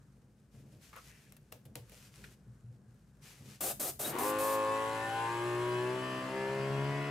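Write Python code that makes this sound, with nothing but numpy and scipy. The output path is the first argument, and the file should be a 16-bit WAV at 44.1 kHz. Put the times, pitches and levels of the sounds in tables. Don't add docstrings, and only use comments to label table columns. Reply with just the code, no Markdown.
import sys
import numpy as np
from scipy import signal
from scipy.fft import rfft, irfft
from scipy.io import wavfile
from scipy.ndimage import uniform_filter1d

SR = 44100
rng = np.random.default_rng(int(sys.argv[2]) if len(sys.argv) > 2 else 0)


def unload_wav(signal):
    wavfile.write(
        sys.argv[1],
        SR,
        np.round(np.clip(np.atleast_2d(signal).T, -1, 1) * 32767).astype(np.int16),
    )


N = 313110
T = np.arange(N) / SR
BINS = np.fft.rfftfreq(N, 1 / SR)

# t/s, strokes per second
SPEED = [(4.0, 30.0), (4.08, 70.0), (4.14, 90.4), (4.25, 104.3), (4.3, 105.25), (4.37, 105.7),
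         (4.43, 107.7), (4.49, 108.3), (4.62, 107.55), (4.78, 109.3), (5.04, 111.9), (5.11, 113.25),
         (5.27, 115.1), (5.31, 116.5), (5.39, 117.7), (5.46, 119.4), (5.56, 119.65), (5.6, 120.85),
         (5.77, 122.4), (5.88, 124.8), (5.94, 126.55), (6.04, 128.35), (6.19, 128.45), (6.28, 129.8),
         (6.36, 131.9), (6.51, 134.15), (6.68, 136.25), (6.78, 137.8), (6.87, 139.85), (6.97, 141.3),
         (7.1, 142.8)]
START_S = SPEED[0][0]


def amp(db):
    return 10 ** (np.asarray(db) / 20)


def evened(x):
    return x / np.sqrt(np.mean(x ** 2) + 1e-20)


def curve(rows):
    return np.interp(T, *np.transpose(rows))


def read(points, hz):
    f, value = np.transpose(points)
    return np.interp(np.log(hz + 1), np.log(f + 1), value)


def placed(x, left_db):
    return x * amp(np.array([[left_db], [-left_db]]) / 2)


def lean_by_pitch(points):
    return amp(np.array([[.5], [-.5]]) * read(points, BINS))


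def resonances(modes, hz):
    return amp(sum(db / (1 + 2j * (hz - f) / width) for f, width, db in modes))


def noise(spectrum, colour=1, likeness=None):
    # f/Hz, likeness (1 = identical)
    usual_likeness = [(100, 0.99), (500, 0.91), (1000, 0.59), (2000, 0.6), (5000, 0.53), (10000, 0.74),
                      (15000, 0.1)]
    shared, other = rfft(rng.standard_normal((2, N)))
    points = usual_likeness if likeness is None else likeness
    alike = np.clip(read(points, BINS), -1, 1)
    pair = np.array([shared, alike * shared + np.sqrt(1 - alike ** 2) * other])
    return evened(irfft(pair * amp(read(spectrum, BINS)) * colour, N))


def wander(count):
    knots = rng.standard_normal(8 * count)
    return evened(np.interp(T * count, np.arange(len(knots)), knots))


def strikes(times, levels_db, decay):
    total = 0
    for s, db, decay_s in np.broadcast(times, levels_db, decay):
        attack = np.clip((T - s) * SR / 8, 0, 1)
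        total = total + amp(db) * attack * np.exp(-np.clip((T - s) / decay_s, 0, 20))
    return total


def gestures(rows, rise_s, fall_s):
    total = 0
    for s, length, db in rows:
        rise = np.sin(np.pi / 2 * np.clip((T - s) / rise_s, 0, 1)) ** 2
        total = total + amp(db) * rise * np.exp(-np.clip((T - s - length) / fall_s, 0, 20))
    return total


def room(x):
    # f/Hz, time to fall by 60 dB/s
    decay_times = [(100, 0.23), (500, 0.15), (2000, 0.28), (8000, 0.27), (15000, 0.26)]
    taps = rng.standard_normal((2, SR // 2)) * (rng.random((2, SR // 2)) < .15)
    taps[:, :130] = 0
    hz, t, bands = signal.stft(taps, SR, nperseg=256)
    fading = amp(-60 * t / read(decay_times, hz)[:, None])
    tail = signal.istft(bands * fading, SR, nperseg=256)[1]
    return signal.fftconvolve(x, tail / np.linalg.norm(tail[0]), axes=1)[:, :N]


def background(restless_db=2):
    # f/Hz, level/dB per Hz
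    room_tone = [(15, -75), (30, -48), (42, -13), (53, 6), (70, -6.5), (100, -4.5), (135, 3), (200, -4),
                 (300, -14), (500, -23.5), (1000, -27), (1600, -24), (2800, -46), (5000, -41),
                 (9000, -37.5), (14000, -69), (15800, -54)]
    # f/Hz, level/dB per Hz
    boom = [(20, -70), (31, -48), (40, -18), (55, -20), (75, -7.5), (118, 1.5), (140, 5.5), (170, -20),
            (200, 0.5), (260, -12.5), (500, -16.5), (900, -30), (2000, -56)]
    # t/s, level/dB
    bump_rows = [(1.8, -50), (2.478, -46.5), (2.641, -45.5), (2.68, -49), (2.858, -51)]
    # t/s, length/s, level/dB
    shifts = [(.53, 0.15, -57.5), (.72, 0.041, -59), (1.65, 0.023, -52.5), (1.76, 0.048, -62),
              (2.17, 0.11, -59.5), (2.7, 0.049, -63), (3.39, 0.098, -54), (3.62, 0.74, -58)]
    mode_hz, swell_s = 119, 0.018
    quiet_db, resting_arms_db = -63.5, -65

    swelling = 0
    for s, db in bump_rows:
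        u = np.clip((T - s) / swell_s, 0, 30)
        swelling = swelling + amp(db) * u * np.exp(1 - u)
    bumps = swelling * np.sin(2 * np.pi * mode_hz * T)
    resting = amp(resting_arms_db + restless_db * wander(count=12))
    weight = np.hypot(resting, gestures(shifts, rise_s=0.018, fall_s=0.069))
    hush = noise(room_tone) * amp(quiet_db + 1.7 * wander(count=9))
    return placed(hush + noise(boom) * weight + bumps, left_db=1)


def sleeves(patchy_db=1.47, grain_db=0.5):
    # f/Hz, level/dB per Hz
    cloth = [(240, -36), (400, -5), (606, -10.5), (890, -9), (2490, -4), (3610, -7.5), (5900, -6.5),
             (11600, -11.5), (14400, -13.5), (15800, -26)]
    # t/s, length/s, level/dB, release/s
    swishes = [(0.502, 0.1, -72, 0.024), (0.678, 0.08, -73.5, .056), (0.79, 0.094, -63, 0.06),
               (0.916, 0.096, -66.5, 0.064), (1.015, 0.088, -65, 0.058), (1.136, 0.12, -72, 0.1),
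               (1.814, 0.19, -74.5, .05), (1.883, 0.19, -66.5, 0.034), (1.973, .08, -72, .03),
               (2.11, 0.14, -62, 0.037), (2.247, 0.099, -72.5, 0.0073), (3.202, 0.091, -57.5, 0.11),
               (3.429, 0.13, -63, 0.029)]
    # snaps per second, level above the swish/dB, spread of sizes/dB
    rate, crease_db, spread_db = (260, -8.5, 6)
    # f/Hz, level/dB per Hz
    grate = [(1000, -38), (1700, -2), (2150, -6), (2700, -5), (4500, -38)]
    # t/s, length/s, level/dB
    scrape_row = (1.053, 0.056, -64.5)
    stir_db = -82

    grain = amp(patchy_db * wander(count=40) + grain_db * wander(count=900))
    sizes = amp(spread_db * np.minimum(rng.exponential(1, N), 3))
    snaps = (rng.random(N) < rate / SR) * sizes
    snap_decay = np.exp(-T[:200] / .0006)
    crackle = amp(crease_db) * evened(signal.oaconvolve(snaps, snap_decay)[:N])
    slide = amp(stir_db) + sum(gestures([row[:3]], 0.065, row[3]) for row in swishes)
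    swish = noise(cloth) * slide * np.hypot(1, crackle)
    scraping = gestures([scrape_row], rise_s=.06, fall_s=0.11) * amp(3.0 * wander(count=260))
    return placed(swish * grain + noise(grate) * scraping, left_db=2.5)


def fittings():
    # t/s, tick level/dB, tick decay/s, knock through the hand before an 11.5 dB cut/dB
    clicks = [(0.9625, -48, 0.0016, -62), (1.3224, -45.5, 0.0018, -54), (1.366, -55.5, 0.0058, -66),
              (1.5203, -43, 0.00057, -43), (1.5239, -38, 0.0019, -44.5), (1.653, -58, 0.009, -50),
              (1.7527, -57, 0.00091, -52), (1.7553, -33, 0.0014, -33), (1.896, -50.5, .0025, -59),
              (1.9198, -56, .003, -44), (2.2408, -54, .0012, -62), (2.943, -72, .006, -66),
              (3.17, -71, .004, -64), (3.384, -57, .002, -58)]
    # f/Hz, level/dB per Hz
    tick = [(300, -25), (1000, -2), (2700, 0), (5000, -7), (8000, -4.5), (12000, 1), (15500, -9)]
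    # f/Hz, level/dB per Hz
    knock = [(60, -27), (115, 11), (220, -11), (390, -4.5), (500, 5.5), (750, -3), (1300, -19), (3000, -15),
             (8000, -22)]
    # t/s, level/dB
    cap_snaps = [(2.2407, -46)]
    # f/Hz, level/dB per Hz
    cap_ring = [(700, -23), (1200, -10), (1500, 6), (2000, 0), (3000, -6.5), (4500, -14), (9000, -34),
                (15000, -36)]
    # t/s, level/dB
    touches = [(0.929, -51), (0.937, -58), (0.956, -53.5), (0.965, -51), (0.973, -57), (0.986, -59)]
    # f/Hz, level/dB per Hz
    clack = [(400, -5), (850, -3), (1250, 8), (1600, -1), (2100, -2.5), (3200, -13), (8000, -23),
             (15000, -24)]

    s, tick_db, tick_s, knock_db = np.transpose(clicks)
    ticks = noise(tick) * strikes(s, tick_db, tick_s)
    knocks = noise(knock) * strikes(s, knock_db - 11.5, decay=0.027)
    snaps = noise(cap_ring) * strikes(*np.transpose(cap_snaps), decay=0.0076)
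    taps = noise(clack) * strikes(*np.transpose(touches), decay=0.012)
    return placed(ticks + knocks + snaps + taps, left_db=2.0)


def airbrush(shut_s=0.011, sag_db_per_s=14):
    # open t/s, shut t/s, level before the jet's gain of about 3.5 dB/dB
    presses = [(3.605, 3.715, -38.5), (3.795, 3.899, -39.5), (3.991, 4.103, -41), (4.182, 4.304, -42.5),
               (4.384, 4.55, -43.5)]
    # f/Hz, level/dB per Hz
    jet_spectrum = [(120, -25), (200, -16), (330, -5), (440, -6), (520, -10.5), (588, -1.5), (660, -10.5),
                    (803, -17), (950, -16.5), (1100, -14.5), (1200, -12), (1400, -14.5), (2000, -18.5),
                    (2590, -17), (4160, -16.5), (8800, -12.5), (12900, -7), (14800, -9), (15800, -23)]
    # f/Hz, left minus right/dB
    jet_side = [(60, -5), (110, -9), (200, 0), (380, 1), (700, -0.5), (1290, 4), (2380, 0), (4400, 0),
                (8120, 4.5), (15000, 0)]
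    # f/Hz, likeness (1 = identical)
    jet_likeness = [(500, 1), (2000, 0.92), (5000, 0.81), (8500, 0.92), (11000, 0.52), (14000, 0.14)]
    # f/Hz, width/Hz, level/dB
    nozzle = [(750, 220, 11.5), (7700, 1500, 1.5), (8940, 600, 5.5)]
    # t/s, length/s, middle f/Hz
    s, length, hz = (4.039, .032, 3850)
    squeak_db = -39.5

    flow = 0
    for opens, shuts, db in presses:
        opening = np.clip((T - opens) / .005, 0, 1)
        closing = np.exp(-np.clip((T - shuts) / shut_s, 0, 20))
        sagging = amp(db - sag_db_per_s * np.clip(T - opens, 0, shuts - opens))
        flow = flow + sagging * opening * closing
    colour = resonances(nozzle, BINS) * lean_by_pitch(jet_side)
    jet = noise(jet_spectrum, colour, jet_likeness) * flow * amp(3.5 + .5 * wander(count=120))
    tone = np.sin(2 * np.pi * np.cumsum(hz + 60 * wander(count=400)) / SR)
    squeak = tone * np.sin(np.pi * np.clip((T - s) / length, 0, 1))
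    return jet + amp(squeak_db) * squeak


def scatter(hz, decay):
    t = np.arange(4096) / SR
    cluster = rng.standard_normal(len(t)) * np.exp(-t / decay)
    response = rfft(cluster, 2 * (len(hz) - 1))
    return evened(abs(response)) * np.exp(1j * np.angle(response))


def hum(turns, shaft_hz, ring_s=0.026, scatter_hz=1900, spread_hz=1100, smear=0.418, loose_order=20.5,
        lopsided=0.29, count=72):
    # f/Hz, level/dB
    strokes = [(90.0, -58.5), (210.0, -41), (320.0, -13), (620.0, -43), (1050.0, -39.5), (1300.0, -65.5),
               (1750.0, -63.5), (3000.0, -61), (4300.0, -90)]
    # f/Hz, level/dB
    uneven = [(90.0, -94), (210.0, -65), (320.0, -72.5), (620.0, -69), (1050.0, -53.5), (1300.0, -60.5),
              (1750.0, -64.5), (3000.0, -62.5), (4300.0, -74.5)]
    # shaft harmonic, level/dB
    turn_shape = [(2, 3), (3, 8.5), (4, -15.5), (5, 22), (6, -11), (7, 19), (8, -11.5), (9, 15), (10, -2),
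                  (11, 4), (12, -16.5), (13, 6), (14, -6.5), (15, 7.5), (16, -3.5), (17, 0.5), (18, -2.5),
                  (19, 0.5), (20, 6.5), (21, 2.5), (22, 3.5), (23, 0.5), (24, 4.5), (25, -1), (26, 10),
                  (27, 1.5), (28, 6), (29, -8), (30, 5.5), (31, 2), (32, 5), (33, -8), (34, 3.5), (35, -13),
                  (36, 7), (37, -5), (38, 4.2), (39, -8.5), (40, -3), (41, -5), (42, 8.5), (43, -11),
                  (44, 5.5), (45, -20), (46, 3), (47, -7.5), (48, 9), (49, -9.5), (50, 4), (51, -11.5),
                  (52, 5), (53, -9), (54, 10), (55, -15), (56, 6.5), (57, -12), (58, 9), (59, -22), (60, 5),
                  (61, -2.5), (71, 1.5)]
    # f/Hz, width/Hz, level/dB
    case = [(105.7, 5.4, -9.5), (121.6, 9.3, 6.5), (132.1, 4.3, -14.5), (138.2, 8.9, 13.5), (227, 19, -16),
            (242, 8.6, -7.5), (259.3, 5.2, 5.5), (268, 6.7, -19), (302.8, 37.4, -15.5), (329.6, 17.7, -23),
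            (343.8, 14.5, -14.5), (388.2, 6.1, -25.5), (424.7, 17, -6), (449.5, 7.7, -16), (478, 43, -12),
            (511.4, 7.4, -11.5), (537, 24, 7), (578.4, 16.7, -20.5), (610, 31, 0), (673, 42, -4.5),
            (730, 54, -8.5), (795.8, 20, 12.5), (852, 12, -8), (903, 6.5, -24), (937, 29, 5.5),
            (955, 34, -9.5), (969.3, 17, 5), (1019, 5.6, -15), (1059.4, 43, -8), (1087.6, 48, 7),
            (1129, 118, -6.5), (1159, 36, 10.5), (1188, 15, 4), (1240, 27, -17), (1410, 12.9, -9),
            (1478, 45, 14), (1495, 63, -5), (1533, 10, -18), (1730, 59, 4), (1796, 30, 7), (1817, 29, -4),
            (1943, 94, -8), (1970, 20, 11), (2040, 21, 0.5), (2260, 36, 2), (2318, 150, -16.5),
            (2530, 18, -1), (2560, 33, -2), (2657, 50, -10), (2860, 110, -19), (3060, 168.2, -13),
            (3110, 47, 6.7), (3060, 160, -12), (3130, 10.1, -11), (3590.8, 55.0, -9), (3690, 60.2, 7),
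            (3790, 320, -9.5)]
    # f/Hz, width/Hz, level/dB
    rocking = [(201, 17, 10), (292.7, 15, -16), (484, 54, -17), (629.2, 45, 6.5), (843, 25, -14),
               (896, 42, -14), (968, 100, -13.5), (1085, 52, -7), (1303.6, 46, -20), (1598, 47, 7.5),
               (1740, 40, 4), (2055, 75, 7.5), (2140, 91, 6), (2540, 22, 0), (2630, 22, 10),
               (2727, 33, 10.5), (2994, 38, 8.5), (3043, 70, 13.5), (3180, 45, -12), (3470, 130, -2.5),
               (3760, 28, -7)]
    # stroke harmonic, f/Hz, width/Hz, level/dB
    handovers = [(6, 795, 30, -5.5), (6, 620, 40, 5), (6, 830, 30, 4.5), (7, 778, 23, 0), (7, 852, 15, -11),
                 (8, 910, 15, -6), (8, 916, 30, 6), (8, 1064, 21, -19), (9, 957, 8.4, -16),
                 (9, 1037, 35, 7.5), (9, 1125, 36, 4.5), (10, 1085, 30, 2.5), (10, 1138, 28.6, -25),
                 (10, 1420, 150, 3), (11, 1462, 50, -16), (12, 1480, 50, -8), (12, 1630, 100, -4),
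                 (13, 1660, 23, -19), (13, 1800, 35, -13), (14, 1630, 57, 7), (14, 1995, 30, 6),
                 (15, 1975, 40, -12), (16, 1792, 36, 11.5), (16, 1940, 110, -11), (24, 2590, 45, 2),
                 (27, 3050, 70, 5)]

    hz = np.fft.rfftfreq(32768, 1 / SR)

    def above(edge_hz, order):
        return 1 / (1 + (edge_hz / (hz + 1)) ** order)

    dense = .4 * above(scatter_hz, order=6)

    def blend():
        return np.sqrt(1 - dense) + np.sqrt(dense) * scatter(hz, ring_s)

    strong = amp(read(strokes, hz)) * resonances(case, hz) * blend()
    weak = amp(read(uneven, hz)) * resonances(rocking, hz) * blend()
    side_phase = 1j * np.cos(np.angle(scatter(hz, ring_s)))
    side_level = lopsided * scatter(hz, 0.004).real
    side = above(spread_hz, order=2) * (side_phase + side_level)

    on = T > START_S
    rotor, phasor = np.exp(2j * np.pi * turns[on]), 1
    mid_sum, side_sum = 0, 0
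    for k in range(1, count):
        phasor = phasor * rotor
        at = np.rint(k * shaft_hz[on] / hz[1]).astype(int)
        own_pattern = [row[1:] for row in handovers if 2 * round(row[0]) == k]
        body = (weak if k % 2 else strong) * resonances(own_pattern, hz)
        lag = np.pi if k % 2 else smear * (1 + (k / loose_order) ** 4)
        level = amp(np.interp(k, *np.transpose(turn_shape), left=-20))
        line = phasor * body[at] * level * np.exp(1j * lag * rng.standard_normal())
        mid_sum = mid_sum + line.real
        side_sum = side_sum + (line * side[at]).real
    out = np.zeros((2, N))
    out[:, on] = np.sqrt(2) * np.array([mid_sum + side_sum, mid_sum - side_sum])
    return out


def clatter(turns, colour, decay_s=0.074, unlike=0.93):
    # f/Hz, level/dB per Hz
    metal_ring = [(900, -39), (2000, -3.5), (3000, -1.5), (3600, -23), (4200, -13), (5200, -9),
                  (6500, -17.5), (7750, -13), (9500, -21), (10450, -23), (12000, -26), (15500, -30)]
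    out, shared = 0, noise(metal_ring, colour)
    fade = np.exp(-T[:SR // 6] / decay_s)
    for offset in (0, .5):
        whole_turns = np.arange(np.ceil(turns[0]), turns[-1] - 1)
        at = np.interp(whole_turns + offset, turns, np.arange(N))
        near = at.astype(int)[:, None] + np.arange(-8, 9)
        pulses = np.zeros(N)
        pulses[near] = np.sinc(near - at[:, None])
        ring = (shared + unlike * noise(metal_ring, colour))[:, :SR // 6] * fade
        out = out + signal.oaconvolve(pulses[None], ring, axes=1)[:, :N]
    return evened(out)


def compressor(throb=0.1, puff_share=0.53, tick_share=0.41):
    # f/Hz, level/dB per Hz
    rush_spectrum = [(20, -45), (50, -15), (120, 0), (350, 1.2), (600, 1), (800, -1.3), (1050, -3.2),
                     (1300, -1), (1600, -2.5), (2300, -7), (2700, -8.5), (4000, -16.5), (5500, -31),
                     (8000, -33), (11000, -26), (15500, -36)]
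    # f/Hz, level/dB per Hz
    valve_spectrum = [(1500, -28), (3000, -8), (4200, -3), (5500, -12.5), (6700, -6.5), (7750, -2),
                      (8600, -6), (9300, -11), (10400, -1.5), (11700, -9.5), (15500, -20)]
    # f/Hz, width/Hz, level/dB
    reeds = [(3800, 90, 3.5), (4164, 73, 8.5), (4890, 70, 10.5), (5050, 80, -7), (5480, 130, 7),
             (5840, 83, 6.5), (6150, 86, 8), (6500, 130, 4), (6980, 160, 3), (7700, 260, 3), (8130, 90, 0),
             (9000, 180, 2), (10350, 130, 5.5), (10560, 200, -5.5), (10970, 120, 5)]
    # t/s, length/s, level/dB
    gulp = (4.02, 0.21, -45.5)
    # t/s, length/s, level/dB
    judder_row = (4.12, 0.061, -39.5)
    # f/Hz, level/dB per Hz
    shell = [(150, -23), (320, 11.5), (410, 2), (530, 6), (700, -12), (880, -4), (980, 11), (1100, 7),
             (1300, -4), (3000, -22)]
    # t/s, level/dB, decay/s
    kick_row = (4.062, -41.5, 0.039)
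    # f/Hz, level/dB per Hz
    thump = [(60, -25), (140, 6), (260, -4), (370, 0), (520, -17), (1200, -30)]
    # f/Hz, left minus right/dB
    pump_side = [(130, 2.2), (400, 2), (700, 1.7), (1100, 3.5), (2000, 3), (3200, 2.5), (4800, 1.5),
                 (6000, 3), (15000, 0)]
    working_hz, growth = 104.2, 12
    hum_db, clatter_db = -0.5, -58.5
    rush_db, rush_db_per_s = -52.4, 1.5
    valves_db, valves_fade_db_per_s2 = -53, 2.0

    stroke_hz = uniform_filter1d(curve(SPEED), 2048)
    turns = np.cumsum(stroke_hz / 2 * (1 + .0006 * wander(count=30))) / SR
    effort = np.minimum(stroke_hz / working_hz, 1) ** growth
    running_s = np.maximum(T - START_S, 0)
    stroke_phase = 2 * turns % 1
    puff = evened(np.exp(-stroke_phase / puff_share))
    tick = evened(np.exp(-stroke_phase / tick_share))

    metal = resonances(reeds, BINS)
    tones = amp(hum_db) * hum(turns, stroke_hz / 2) + amp(clatter_db) * clatter(turns, metal)
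    flow = effort * amp(rush_db + rush_db_per_s * running_s)
    flow = flow + gestures([gulp], rise_s=0.041, fall_s=0.013)
    rush = noise(rush_spectrum, metal) * evened(1 + throb * puff) * flow
    judder = noise(shell) * evened(.5 + puff) * gestures([judder_row], rise_s=0.04, fall_s=0.1)
    valves_level = amp(valves_db - valves_fade_db_per_s2 * running_s ** 2)
    valves = noise(valve_spectrum, metal) * evened(0.59 + tick) * effort * valves_level
    kick = noise(thump) * strikes(*kick_row)
    body = tones * effort + rush + judder + kick
    return irfft(rfft(body) * lean_by_pitch(pump_side), N) + placed(valves, left_db=3.0)


def scene():
    air, clicks = airbrush(), fittings()
    echoes = amp(-7.0) * room(air) + amp(-10.5) * room(clicks)
    return background() + sleeves() + clicks + air + compressor() + echoes


def record(dry):
    edge_hz = 15850
    low_pass = signal.firwin(301, edge_hz, window=("kaiser", 9), fs=SR)
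    return signal.oaconvolve(dry, low_pass[None], "same")


dry = scene()
out = record(dry)
unload_wav(out)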